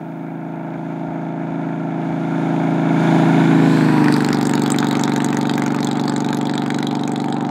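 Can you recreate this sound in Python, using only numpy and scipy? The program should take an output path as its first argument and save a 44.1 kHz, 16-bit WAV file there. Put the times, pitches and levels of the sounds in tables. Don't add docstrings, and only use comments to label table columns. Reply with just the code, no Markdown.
import sys
import numpy as np
from scipy import signal
from scipy.fft import rfft, irfft
from scipy.io import wavfile
from scipy.ndimage import uniform_filter1d

SR = 44100
rng = np.random.default_rng(int(sys.argv[2]) if len(sys.argv) > 2 else 0)


def invert_db(x):
    u = np.asarray(x, float) / 20
    return 10 ** u


def digitize_waveform(pressure):
    field = np.atleast_2d(pressure).T
    bounded = np.clip(field, -1, 1)
    quanta = np.round(bounded * 32767).astype(np.int16)
    wavfile.write(sys.argv[1], SR, quanta)


N = 330750
TIME = np.arange(N) / SR
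STEPS = 512

ABREAST_S, SPEED_MS, NEAREST_M, CYCLES_AT_ZERO = 3.9408, 24.228, 6.458, 7.139
# t/s, rate/(cycles/s)
REVS = [
    (0, 25.4814),
    (5.5, 25.6229),
    (7.5, 25.9063),
]
FIRING = (.3175, .7146)
MOUTH = (.32, .728)
# t/s, level/dB
NOTE = [(0.0, -27), (0.06, -28), (1.19, -24), (2.0, -21), (2.8, -16), (3.15, -12), (3.61, -11.5),
        (4.07, -13), (4.26, -15.5), (7.16, -20), (7.5, -20)]
NOTE_DB = 1.5

PIPE_A_MODES = [(4.51, 0.8, -1.41, 0.17), (5.11, 2.31, 0.96, 0.25), (9.28, 0.8, -0.8, -0.73),
                (10.5, 3.56, 0.76, 0.87), (13.44, 1.28, -0.48, -0.83), (16.41, 0.8, -0.06, -0.26),
                (18.38, 0.8, 0.11, -0.35), (22.61, 1.85, 0.53, -0.15), (23.58, 4.13, -0.26, -0.01),
                (31.5, 0.8, 0.02, 0.45), (31.78, 2.59, 0.01, -0.16), (34.08, 2.05, -0.05, -0.01),
                (37.53, 0.8, -0.0, -0.11)]
PIPE_B_MODES = [(5.64, 0.8, -1.65, -0.62), (6.27, 0.8, 1.33, 0.76), (7.67, 0.81, -0.78, -0.67),
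                (10.91, 3.92, 0.88, 1.14), (12.4, 1.48, -0.81, -0.82), (15.77, 1.1, -0.2, -0.03),
                (18.26, 1.74, 0.06, -0.35), (23.91, 3.4, 0.1, -0.11), (25.69, 0.8, -0.49, -0.05),
                (28.84, 1.91, -0.03, -0.22), (32.21, 8.0, -0.07, 0.16), (33.22, 0.8, 0.26, -0.01),
                (38.24, 4.37, 0.02, -0.08)]
TRIMMED_MULTIPLES = (10, 16, 17, 18, 20, 21, 26, 27, 29, 30, 31, 32, 33, 34, 35, 37, 39, 41)
# front level/dB, rear level/dB
TRIM_LEVELS = [(0.5, -0.5), (-6, 0), (-3.5, 0.5), (2.5, -0.5), (2.5, 0), (1, 5.5), (2.5, 0), (3.5, 5),
               (-0.5, -1.5), (5.5, 3.5), (2.5, -11), (-7, 4.5), (-2, 3.5), (-6.5, -5), (-10, -17), (1, 9.5),
               (1, -8), (4, -9)]
SINGING_MULTIPLES = [(10, 0), (12, 1), (18, 1), (30, 1), (33, 1), (38, 1), (15, 1), (15, 0), (38, 1),
                     (37, 1), (38, 1), (36, 1), (36, 1), (32, 1), (33, 1), (25, 0), (26, 0), (30, 0),
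                     (30, 0), (23, 0), (38, 0)]
# loudest t/s, spread/s, level/dB
SINGING_SWELLS = [(3.68, 0.14, -13), (4.03, .08, -6), (3.79, 0.39, -19.5), (3.97, 0.05, -19),
                  (4.3, .06, -17), (3.98, 0.095, -13.5), (4.5, 0.2, -17), (3.66, 0.26, -19),
                  (4.55, 0.17, -20), (5.46, .25, -24), (5, 0.13, -22), (6.3, 0.23, -19), (7.0, .25, -25),
                  (7.33, 0.23, -25), (7.25, .3, -26), (2.8, 0.18, -31), (3.4, 0.11, -30),
                  (2.61, 0.091, -22), (3.16, .2, -27), (3.2, 0.083, -31), (3.72, 0.037, -15)]
BARK_NEAR_DB, BARK_DB_PER_M = -7, 0.0886
CHOP_DB, CHOP_S, CHOP_SPREAD_S = 1.5, 3.24, 0.73

# f/Hz, level/(dB per Hz)
CRACK_SPECTRUM = [(650, -32), (1100, -1.5), (1570, 3), (1720, -4), (2060, -3.5), (2250, -4), (2820, -13),
                  (3770, -9), (4900, -15.5), (5650, -21.5), (6680, -11), (8170, -16), (9240, -30.5),
                  (10900, -21.5), (13500, -27.5), (16000, -28)]
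CRACK_LOW_DB, CRACK_HIGH_DB, SECOND_DB, SECOND_DB_PER_M = -1, -11, -1.5, -0.1512
AIMED_S, AIM_SPREAD_S, OFF_AIM_DB = 3.84, 0.32, -40
# t/s, high peak level/dB, low level/dB, brightest f/Hz
EARLY_CRACKS = [
    (3.773, -32, -10, 2100),
    (3.811, -32, -12, 1930),
    (3.849, -18, -40, 3600),
]
# t/s, high peak level/dB, low level/dB, brightest f/Hz
LOUD_CRACKS = [(4.1228, -11, -19.5, 4450), (4.2455, -8.5, -19.5, 3920), (4.3279, -7, -18.5, 4500),
               (4.4521, -8.5, -25, 5370), (4.6606, -11, -17.5, 4050), (4.7025, -6, -19, 7560),
               (4.7858, -4, -20, 3700), (4.9524, -13.5, -19, 3780), (5.0362, -6, -24, 6700),
               (5.1615, -10.5, -18, 6350), (5.2448, -10, -23, 6410), (5.4957, -8, -19.5, 3400),
               (5.5366, -13, -20.5, 4000), (5.6204, -12.5, -21, 7800), (5.6618, -10, -19, 6980),
               (5.8709, -10, -37, 3730), (5.9133, -11, -27, 3730), (6.0794, -12, -23, 4700),
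               (6.1622, -12, -25, 7960), (6.2879, -12, -26, 3500), (6.3288, -10.5, -22, 4200),
               (6.4535, -13.5, -25, 3850), (6.5368, -14.5, -24, 3940), (6.5787, -6.5, -26, 3820),
               (6.703, -11, -20, 4060), (6.7444, -10.5, -24.5, 3900), (6.7863, -10.5, -25, 3830),
               (6.8282, -10, -22, 3800), (6.8696, -8.5, -23, 3740), (7.1594, -13, -27, 3470)]
# t/s, high peak level/dB, low level/dB, brightest f/Hz
FIRM_CRACKS = [(3.9787, -21, -22, 1720), (4.0411, -11, -23, 1800), (4.0573, -20, -19, 3010),
               (4.0816, -12, -20, 1690), (4.0969, -32, -30, 1720), (4.1393, -10, -33, 3780),
               (4.1629, -13, -23.5, 1700), (4.2859, -12, -21, 4990), (4.3028, -19, -26, 1700),
               (4.3436, -11.5, -33, 4730), (4.4106, -11.5, -22, 4200), (4.4266, -13, -25, 5400),
               (4.4684, -10.5, -31, 7360), (4.4939, -10, -16.5, 8780), (4.5357, -10, -14.5, 6800),
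               (4.5513, -12, -31, 4560), (4.6183, -11.5, -23, 8090), (4.6347, -14, -28, 4900),
               (4.7187, -11.5, -26, 8090), (4.8019, -13, -27, 6970), (4.9108, -13.5, -22, 3700),
               (5.0106, -14, -33, 7570), (5.3699, -12.5, -20, 6340), (5.386, -20, -37, 8010),
               (5.4122, -14, -23, 4040), (5.579, -11.5, -24, 1720), (5.679, -17, -25, 8350),
               (5.8036, -18, -29, 4730), (5.8287, -13.5, -29, 3800), (5.8452, -12, -36, 7140),
               (5.9956, -14.5, -27, 3610), (6.0957, -16, -31, 4470), (6.1786, -17.5, -37, 7660),
               (6.2039, -16, -29, 6450), (6.2455, -13, -23.5, 3500), (6.3446, -12, -39, 6700),
               (6.3709, -14, -30, 3500), (6.4698, -17, -34, 3870), (6.4957, -15, -25, 4220),
               (6.553, -19, -29, 3870), (6.8026, -23, -32, 3610), (6.9106, -14.5, -24, 3580),
               (6.9516, -12, -25, 4520), (7.0347, -14.5, -30, 3610), (7.0763, -16, -25, 7000),
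               (7.118, -15.5, -30, 7400)]
# t/s, high peak level/dB, low level/dB, brightest f/Hz
SOFT_CRACKS = [(4.2043, -19, -18, 3880), (4.3695, -22, -28, 3820), (4.577, -20.5, -20, 3470),
               (4.7441, -25, -21, 3640), (4.8269, -22, -19, 3770), (4.8693, -19, -27, 3280),
               (4.9945, -17, -19, 6500), (5.0779, -18, -21, 3330), (5.1198, -20, -20.5, 4150),
               (5.2031, -25, -17.5, 3800), (5.2869, -18.5, -31, 3320), (5.3283, -18, -19.5, 3150),
               (5.4535, -24, -22.5, 3760), (5.7039, -24, -25, 3900), (5.7458, -21, -21, 3710),
               (5.7872, -23.5, -23, 4130), (5.9544, -21, -27, 3550), (6.0377, -19.5, -32, 4470),
               (6.121, -26, -28, 3580), (6.4128, -19, -22, 3530), (6.6199, -22, -26, 4020),
               (6.6613, -23, -23, 3810), (6.994, -25, -30, 3670), (7.201, -21, -29, 3520),
               (7.2419, -22, -27, 3340), (7.2838, -28, -28, 3350), (7.3257, -21, -27, 3510),
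               (7.3667, -29, -29, 3590), (7.4086, -23.5, -24, 3530), (7.45, -26.5, -28, 3530)]
SOFT_HIGH_DB = 3.5
LOUD_HIGH_DB, LOUD_LOW_DB, BRIGHT_DB, BRIGHT_OCTAVES = -8, -0.5, 8.5, 0.29
TOP_PATCHY = 0.89
SHOCK_DB, SHOCK_HZ, SHOCK_S, SHOCK_LAG_S = 3.5, 1590, 0.00036, 0.00165

# f/Hz, level/(dB per Hz)
ROAR_FRONT = [(260, 9), (360, -1), (450, -3.5), (498, -12.5), (540, -5.5), (610, -3.5), (696, 0.5),
              (777, 0), (929, -2), (1170, -14.5), (1400, -4), (1520, -11), (1650, -9), (1870, -20),
              (2240, -13), (2900, -31), (3770, -58), (6380, -120)]
# f/Hz, level/(dB per Hz)
ROAR_BEHIND = [(260, 0), (450, -2), (483, -8), (543, -2.5), (644, -6.5), (718, -1.5), (880, 4.5),
               (1080, -8), (1240, -5), (1600, -11.5), (2200, -19), (2900, -30.5), (3770, -25.5),
               (6380, -120)]
# f/Hz, level/(dB per Hz)
HISS_FRONT = [(1710, -35), (2750, -4.5), (3080, -6.5), (3540, -2), (4100, -11), (5440, -17), (6690, -11.5),
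              (7400, -18), (8200, -23), (9200, -20), (10600, -23.5), (11700, -35.5), (15100, -27),
              (16000, -36)]
# f/Hz, level/(dB per Hz)
HISS_BEHIND = [(1710, -43), (2900, -7), (3210, -8), (3780, -8.5), (5000, -10.5), (5700, -13), (6500, -12),
               (8290, -10), (9400, -25), (10600, -23), (13500, -40), (16000, -37)]
# level at 0 dB note/dB, slope/(dB per dB)
ROAR_LAW, HISS_LAW = [(-15, 1.041), (-7, 1.255)], [(-23.5, 1.644), (-27, 1.22)]
DEEP_FRONT_DB, DEEP_BEHIND_DB, DEEP_DB_PER_M = -2, -7, 0.0735
DEEP_SIDE_DB, DEEP_SIDE_S, DEEP_SIDE_SPREAD_S = -4.5, 3.83, 0.14
RASP_DB, RASP_DB_PER_M = 2.5, -0.0825
TREBLE_TURNS_S = 4.3
HISS_TOP_DYING_DB, HISS_TOP_EXTRA_DB = 30, 22
HISS_TOP_EDGES_HZ = (4900, 6500, 8500, 11000, 16000)

# f/Hz, width/Hz, level/dB
VALVE_RINGS = [(1392, 130, -6.5), (1745, 110, -0.5), (2180, 89, 0), (3500, 200, -5.5), (4730, 360, -21)]
VALVE_DB, VALVE_SCATTER_DB = 0.5, 4

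# extra path times distance/m^2, level/dB
RAIL_ECHOES = [
    (58, -16),
    (105, -15),
]
RAIL_TOP_HZ, SCATTER_TOP_HZ = 6800, 5000

# f/Hz, level/(dB per Hz)
WIND_SPECTRUM = [(15, -9), (40, -1), (60, 1), (85, -3), (115, -19), (300, -40)]
CALM_DB, FACING_WIND_DB, TURN_S, TURN_SPREAD_S = -71, -59, 3.1, 0.5
WAKE_S, WAKE_SPREAD_S, WAKE_DB = 4.3, 0.46, 5
# t/s, peak level/dB, length/s
BUMPS = [(0.754, -45, 0.028), (1.07, -41, 0.028), (1.215, -51, 0.028), (1.494, -43, 0.026),
         (2.094, -41, 0.028), (2.25, -51, 0.028), (3.299, -48, 0.028), (3.468, -51, 0.028),
         (3.67, -47, 0.028), (3.74, -41, 0.028), (3.787, -46, 0.028)]
# f/Hz, level/(dB per Hz)
MIC_NOISE_SPECTRUM = [(200, -26), (4000, -9), (16500, -1)]


def travel():
    sent_s = np.arange(-SR, N) / SR
    turns = np.cumsum(np.interp(sent_s, *np.transpose(REVS))) / SR
    metres = np.hypot(SPEED_MS * (sent_s - ABREAST_S), NEAREST_M)
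    heard_s = sent_s + (metres - NEAREST_M) / 343
    cycle = np.interp(TIME, heard_s, turns - turns[SR] + CYCLES_AT_ZERO)
    return cycle, np.interp(TIME, heard_s, metres)


def smooth_step(at_s, spread_s):
    return 1 / (1 + np.exp(-(TIME - at_s) / spread_s))


def bump(at_s, spread_s):
    return np.exp(-((TIME - at_s) / spread_s) ** 2)


def side_on(share, before_s=.4, after_s=.4):
    late_s = TIME - ABREAST_S - .1
    return share / (1 + (late_s / np.where(late_s < 0, before_s, after_s)) ** 2) ** 2


def lowpass(order, hz):
    return signal.butter(order, hz, fs=SR, output="sos")


def shaped(points, lift=0.):
    hz, db = np.transpose(points)
    bins_hz = np.arange(N // 2 + 1) * SR / N + 1
    gain = invert_db(np.interp(np.log(bins_hz), np.log(hz), db, -99, -99))
    x = irfft(rfft(rng.standard_normal(N)) * gain, 2 * N)
    place = np.cumsum(2 + 2 * lift + 0 * TIME) % (2 * N - 1)
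    x = np.interp(place, np.arange(2 * N), x)
    return x / x.std()


def walk(rate_hz):
    k = int(SR / rate_hz)
    held = np.repeat(rng.standard_normal(N // k + 1), k)
    return 1.38 * uniform_filter1d(uniform_filter1d(held, k), k)[:N]


def pipes(cycle, behind, metres, scatter_db=.45, jitter=.0008, flow=.0045):
    count = int(cycle[-1]) + 2
    multiple = np.arange(count * STEPS // 2 + 1) / count
    front, rear = 0, 0
    for firing, modes in zip(FIRING, (PIPE_A_MODES, PIPE_B_MODES)):
        chance = rng.standard_normal((count, 2))
        push = flow * np.sqrt(STEPS) * rng.standard_normal(count * STEPS)
        slot, part = np.divmod((np.arange(count) + firing + jitter * chance[:, 0]) * STEPS, 1)
        slot = slot.astype(int)
        size = 0.18 * STEPS * invert_db(scatter_db * chance[:, 1])
        push[slot] += size * (1 - part)
        push[slot + 1] += size * part
        push = rfft(push) * invert_db(7.5 / (1 + (29 / (multiple + 1)) ** 18))
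        for centre, width, ahead, astern in modes:
            ring = push * centre * width / (centre ** 2 - multiple ** 2 + 1j * multiple * width)
            front = front + ahead * ring
            rear = rear + astern * ring
    for order, (front_db, rear_db) in zip(TRIMMED_MULTIPLES, TRIM_LEVELS):
        near = np.exp(-((multiple - order) / .4) ** 2)
        front = front * invert_db(front_db * near)
        rear = rear * invert_db(rear_db * near)
    rear = rear / (1 + (multiple / 45) ** 10)
    bark = rear / (1 + ((multiple - 32) / 4.5) ** 8)

    fine = count * STEPS * 3
    heard = [np.interp(cycle * STEPS * 3, np.arange(fine), 3 * irfft(v, fine)) for v in (front, rear, bark)]
    bark_gain = invert_db(BARK_NEAR_DB + BARK_DB_PER_M * metres) - 1
    note = (1 - behind) * heard[0] + behind * (heard[1] + bark_gain * heard[2])

    upper = signal.sosfiltfilt(signal.butter(3, 520, "high", fs=SR, output="sos"), note)
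    waver = walk(4.96)
    flutter = waver[np.arange(N) * 5 % N]
    beam_db = 1.2 * waver - 9 * bump(ABREAST_S - .4, .45)
    beam_db = beam_db + CHOP_DB * flutter * bump(CHOP_S, CHOP_SPREAD_S)
    note = note + (invert_db(beam_db) - 1) * upper

    for (order, end), (at_s, spread_s, db) in zip(SINGING_MULTIPLES, SINGING_SWELLS):
        phase = np.angle((front, rear)[end][order * count])
        swell = invert_db(db + 3.3 * np.roll(waver, order * 997)) * bump(at_s, spread_s)
        note = note + swell * np.cos(2 * np.pi * order * cycle + phase)
    return note


def cracks(cycle, metres, note_db, rise_s=.0005, fall_s=0.00086, scatter_db=-0.8, colour_db=7, air_db=-0.1179):
    hz, db = np.transpose(CRACK_SPECTRUM)
    edges_hz, out = np.geomspace(1100, 16000, num=11), 0
    since = [cycle - mouth for mouth in MOUTH]
    index = [np.floor(s).astype(int) + 1 for s in since]
    ages_s = [s % 1 / (np.gradient(cycle) * SR) for s in since]
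    bursts = [(a / rise_s) ** 1.553 * np.exp(-a / fall_s) for a in ages_s]
    chance = rng.standard_normal((index[0][-1] + 1, 2, len(edges_hz)))
    aim_db = note_db + OFF_AIM_DB * (1 - smooth_step(AIMED_S, AIM_SPREAD_S))
    soft = [(s, high_db + SOFT_HIGH_DB, low_db, f) for s, high_db, low_db, f in SOFT_CRACKS]
    listed = list(EARLY_CRACKS) + list(LOUD_CRACKS) + list(FIRM_CRACKS) + soft
    late_s = ages_s[0] - SHOCK_LAG_S
    shock = np.exp(-(late_s / SHOCK_S) ** 2) * np.sin(2 * np.pi * SHOCK_HZ * late_s)
    for k in range(len(edges_hz) - 1):
        at_hz = np.geomspace(edges_hz[k], edges_hz[k + 1], num=12)
        level_db = np.interp(np.log(at_hz), np.log(hz), db)
        band_rms = np.sqrt(np.mean(invert_db(2 * level_db)) * (at_hz[-1] - at_hz[0]) / 400)
        band = shaped(np.c_[at_hz, level_db], side_on(.2)) * band_rms
        colour = uniform_filter1d(chance[:, :, k], size=2, axis=0) * colour_db
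        patch_db = colour + scatter_db * chance[:, :, -1]
        high = k > 3
        first_db = aim_db + (CRACK_HIGH_DB if high else CRACK_LOW_DB - 9.0)
        first_db = first_db + (.75 if high else .45) * patch_db[index[0], 0]
        second_db = aim_db + SECOND_DB + SECOND_DB_PER_M * metres - (0 if high else 8)
        second_db = second_db + 0.19 * patch_db[index[1], 1]
        dbs = [first_db, second_db]
        for s, high_db, low_db, bright_hz in listed:
            i = int((s + .003) * SR)
            pipe = int(ages_s[1][i] < ages_s[0][i])
            turn = index[pipe][i]
            lift_db = BRIGHT_DB * np.exp(-(np.log2(at_hz[6] / bright_hz) / BRIGHT_OCTAVES) ** 2)
            loud_db = high_db + LOUD_HIGH_DB if high else low_db + LOUD_LOW_DB
            chance_db = (TOP_PATCHY if k > 6 else 0.25) * patch_db[turn, pipe]
            first, last = np.searchsorted(index[pipe], [turn, turn + 1])
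            dbs[pipe][first:last] = loud_db + lift_db + chance_db
        gain = invert_db(dbs[0]) * bursts[0] + invert_db(dbs[1]) * bursts[1]
        out = out + invert_db(-4.5 + air_db * metres * (at_hz[0] / 10000) ** 2) * gain * band
        if k == 1:
            out = out + invert_db(dbs[0] + SHOCK_DB) * shock
    return out


def roar(cycle, behind, roar_db, hiss_db, deep_db, rasp_db):
    since = np.minimum(*[(cycle - mouth - .03) % 1 for mouth in MOUTH])
    dying_db = uniform_filter1d(-behind * since, size=60)
    low = np.sqrt(1 - behind) * shaped(ROAR_FRONT, side_on(.11, before_s=.85))
    low = low + np.sqrt(behind) * invert_db(-4.5) * shaped(ROAR_BEHIND)
    aimed = smooth_step(TREBLE_TURNS_S, .08)
    high = np.sqrt(1 - aimed) * shaped(HISS_FRONT, side_on(.25, before_s=.5))
    high = high + np.sqrt(aimed) * shaped(HISS_BEHIND, side_on(.25))
    deep = signal.sosfiltfilt(lowpass(4, 1080), low)
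    puff_db = (1 - behind) * (0.79 * walk(45) - 6 * (uniform_filter1d(since, size=60) - .25))
    puff_db = puff_db + behind * (rasp_db + 1.96 * walk(60))
    low = invert_db(puff_db) * (low - deep) + invert_db(deep_db) * deep
    patches = 0
    for edges_hz in zip(HISS_TOP_EDGES_HZ, HISS_TOP_EDGES_HZ[1:]):
        top = signal.sosfiltfilt(signal.butter(4, edges_hz, "band", fs=SR, output="sos"), high)
        patch_db = (HISS_TOP_DYING_DB + HISS_TOP_EXTRA_DB) * dying_db + 6.4 * walk(70) + 3.0
        patches = patches + (invert_db(patch_db * aimed) - 1) * top
    high = high + patches
    swell = 1 + 0.051 * np.cos(2 * np.pi * (cycle - .4))
    low = invert_db(roar_db + 5.5 + 0.47 * walk(9) + 1.2 * dying_db) * low
    high = invert_db(hiss_db + 2.5 + 1.0 * walk(13) + 30 * dying_db * aimed) * high
    return swell * (low + high)


def valves(cycle, behind, hiss_db):
    beat = np.flatnonzero(sum(np.diff(np.floor(cycle - firing)) for firing in FIRING))
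    chance, out = rng.standard_normal((len(beat), len(VALVE_RINGS))), 0
    for k, (hz, width_hz, db) in enumerate(VALVE_RINGS):
        tick = np.zeros(N)
        tick[beat] = invert_db(VALVE_SCATTER_DB * np.clip(chance[:, k], -2, 1.6))
        ring = signal.lfilter(*signal.iirpeak(hz, hz / width_hz / 3, fs=SR), tick)
        ring = signal.lfilter(*signal.iirpeak(hz, hz / width_hz, fs=SR), ring)
        out = out + invert_db(db) * ring / ring.std()
    return (1 - behind) * invert_db(hiss_db + VALVE_DB) * out


def roadside(x, metres, t60_s=0.28, tail_db=-11.5):
    echoes = sum(invert_db(db) * np.interp(TIME - extra / metres / 343, TIME, x) for extra, db in RAIL_ECHOES)
    echoes = signal.sosfilt(lowpass(2, RAIL_TOP_HZ), echoes)
    age_s = np.arange(SR // 8) / SR
    tail = rng.standard_normal(len(age_s)) * invert_db(-60 * age_s / t60_s)
    scatter = invert_db(tail_db) * signal.fftconvolve(x, tail / np.linalg.norm(tail))[:N]
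    return x + echoes + signal.sosfilt(lowpass(12, SCATTER_TOP_HZ), scatter)


def wind():
    gust_db = CALM_DB + (FACING_WIND_DB - CALM_DB) * smooth_step(TURN_S, TURN_SPREAD_S)
    gust_db = gust_db + WAKE_DB * bump(WAKE_S, WAKE_SPREAD_S)
    out = invert_db(gust_db + 2.5 * np.clip(walk(14), -2, 1.4)) * shaped(WIND_SPECTRUM)
    for s, db, length_s in BUMPS:
        age = np.arange(int(4 * length_s * SR)) / SR / length_s
        thump = age ** 2 * np.exp(-3 * age) * np.sin(2 * np.pi * 84 * length_s * age)
        out[int(s * SR):][:len(age)] += invert_db(db + 24) * thump
    return out


def scene():
    cycle, metres = travel()
    behind = smooth_step(ABREAST_S, .13)
    note_db = np.interp(TIME, *np.transpose(NOTE)) + NOTE_DB
    roar_db, hiss_db = [(1 - behind) * (a + b * note_db) + behind * (c + d * note_db)
                        for (a, b), (c, d) in (ROAR_LAW, HISS_LAW)]
    deep_db = (1 - behind) * DEEP_FRONT_DB + behind * (DEEP_BEHIND_DB + DEEP_DB_PER_M * metres)
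    deep_db = deep_db + DEEP_SIDE_DB * bump(DEEP_SIDE_S, DEEP_SIDE_SPREAD_S)
    rasp_db = RASP_DB + RASP_DB_PER_M * metres
    bike = invert_db(note_db) * pipes(cycle, behind, metres)
    bike = bike + roadside(behind * cracks(cycle, metres, note_db), metres)
    bike = bike + roar(cycle, behind, roar_db, hiss_db, deep_db, rasp_db)
    bike = bike + valves(cycle, behind, hiss_db)
    bass_cut = signal.butter(8, 120, "high", fs=SR, output="sos")
    return (signal.sosfilt(bass_cut, bike) + wind())[None]


def top_cut(x):
    return signal.sosfilt(signal.butter(12, 16640, fs=SR, output="sos"), x)


def record(dry):
    duck = np.minimum(1, .03 / np.sqrt(uniform_filter1d(dry ** 2, size=SR // 2) + 1e-9))
    x = dry + invert_db(-62.5) * duck ** 2 * shaped(MIC_NOISE_SPECTRUM)
    x = x / (1 + (x / .7) ** 8) ** (1 / 8)
    x = signal.sosfilt(signal.ellip(8, .3, 60, 15700, fs=SR, output="sos"), x)
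    return top_cut(x)


dry = scene()
out = record(dry)
digitize_waveform(out)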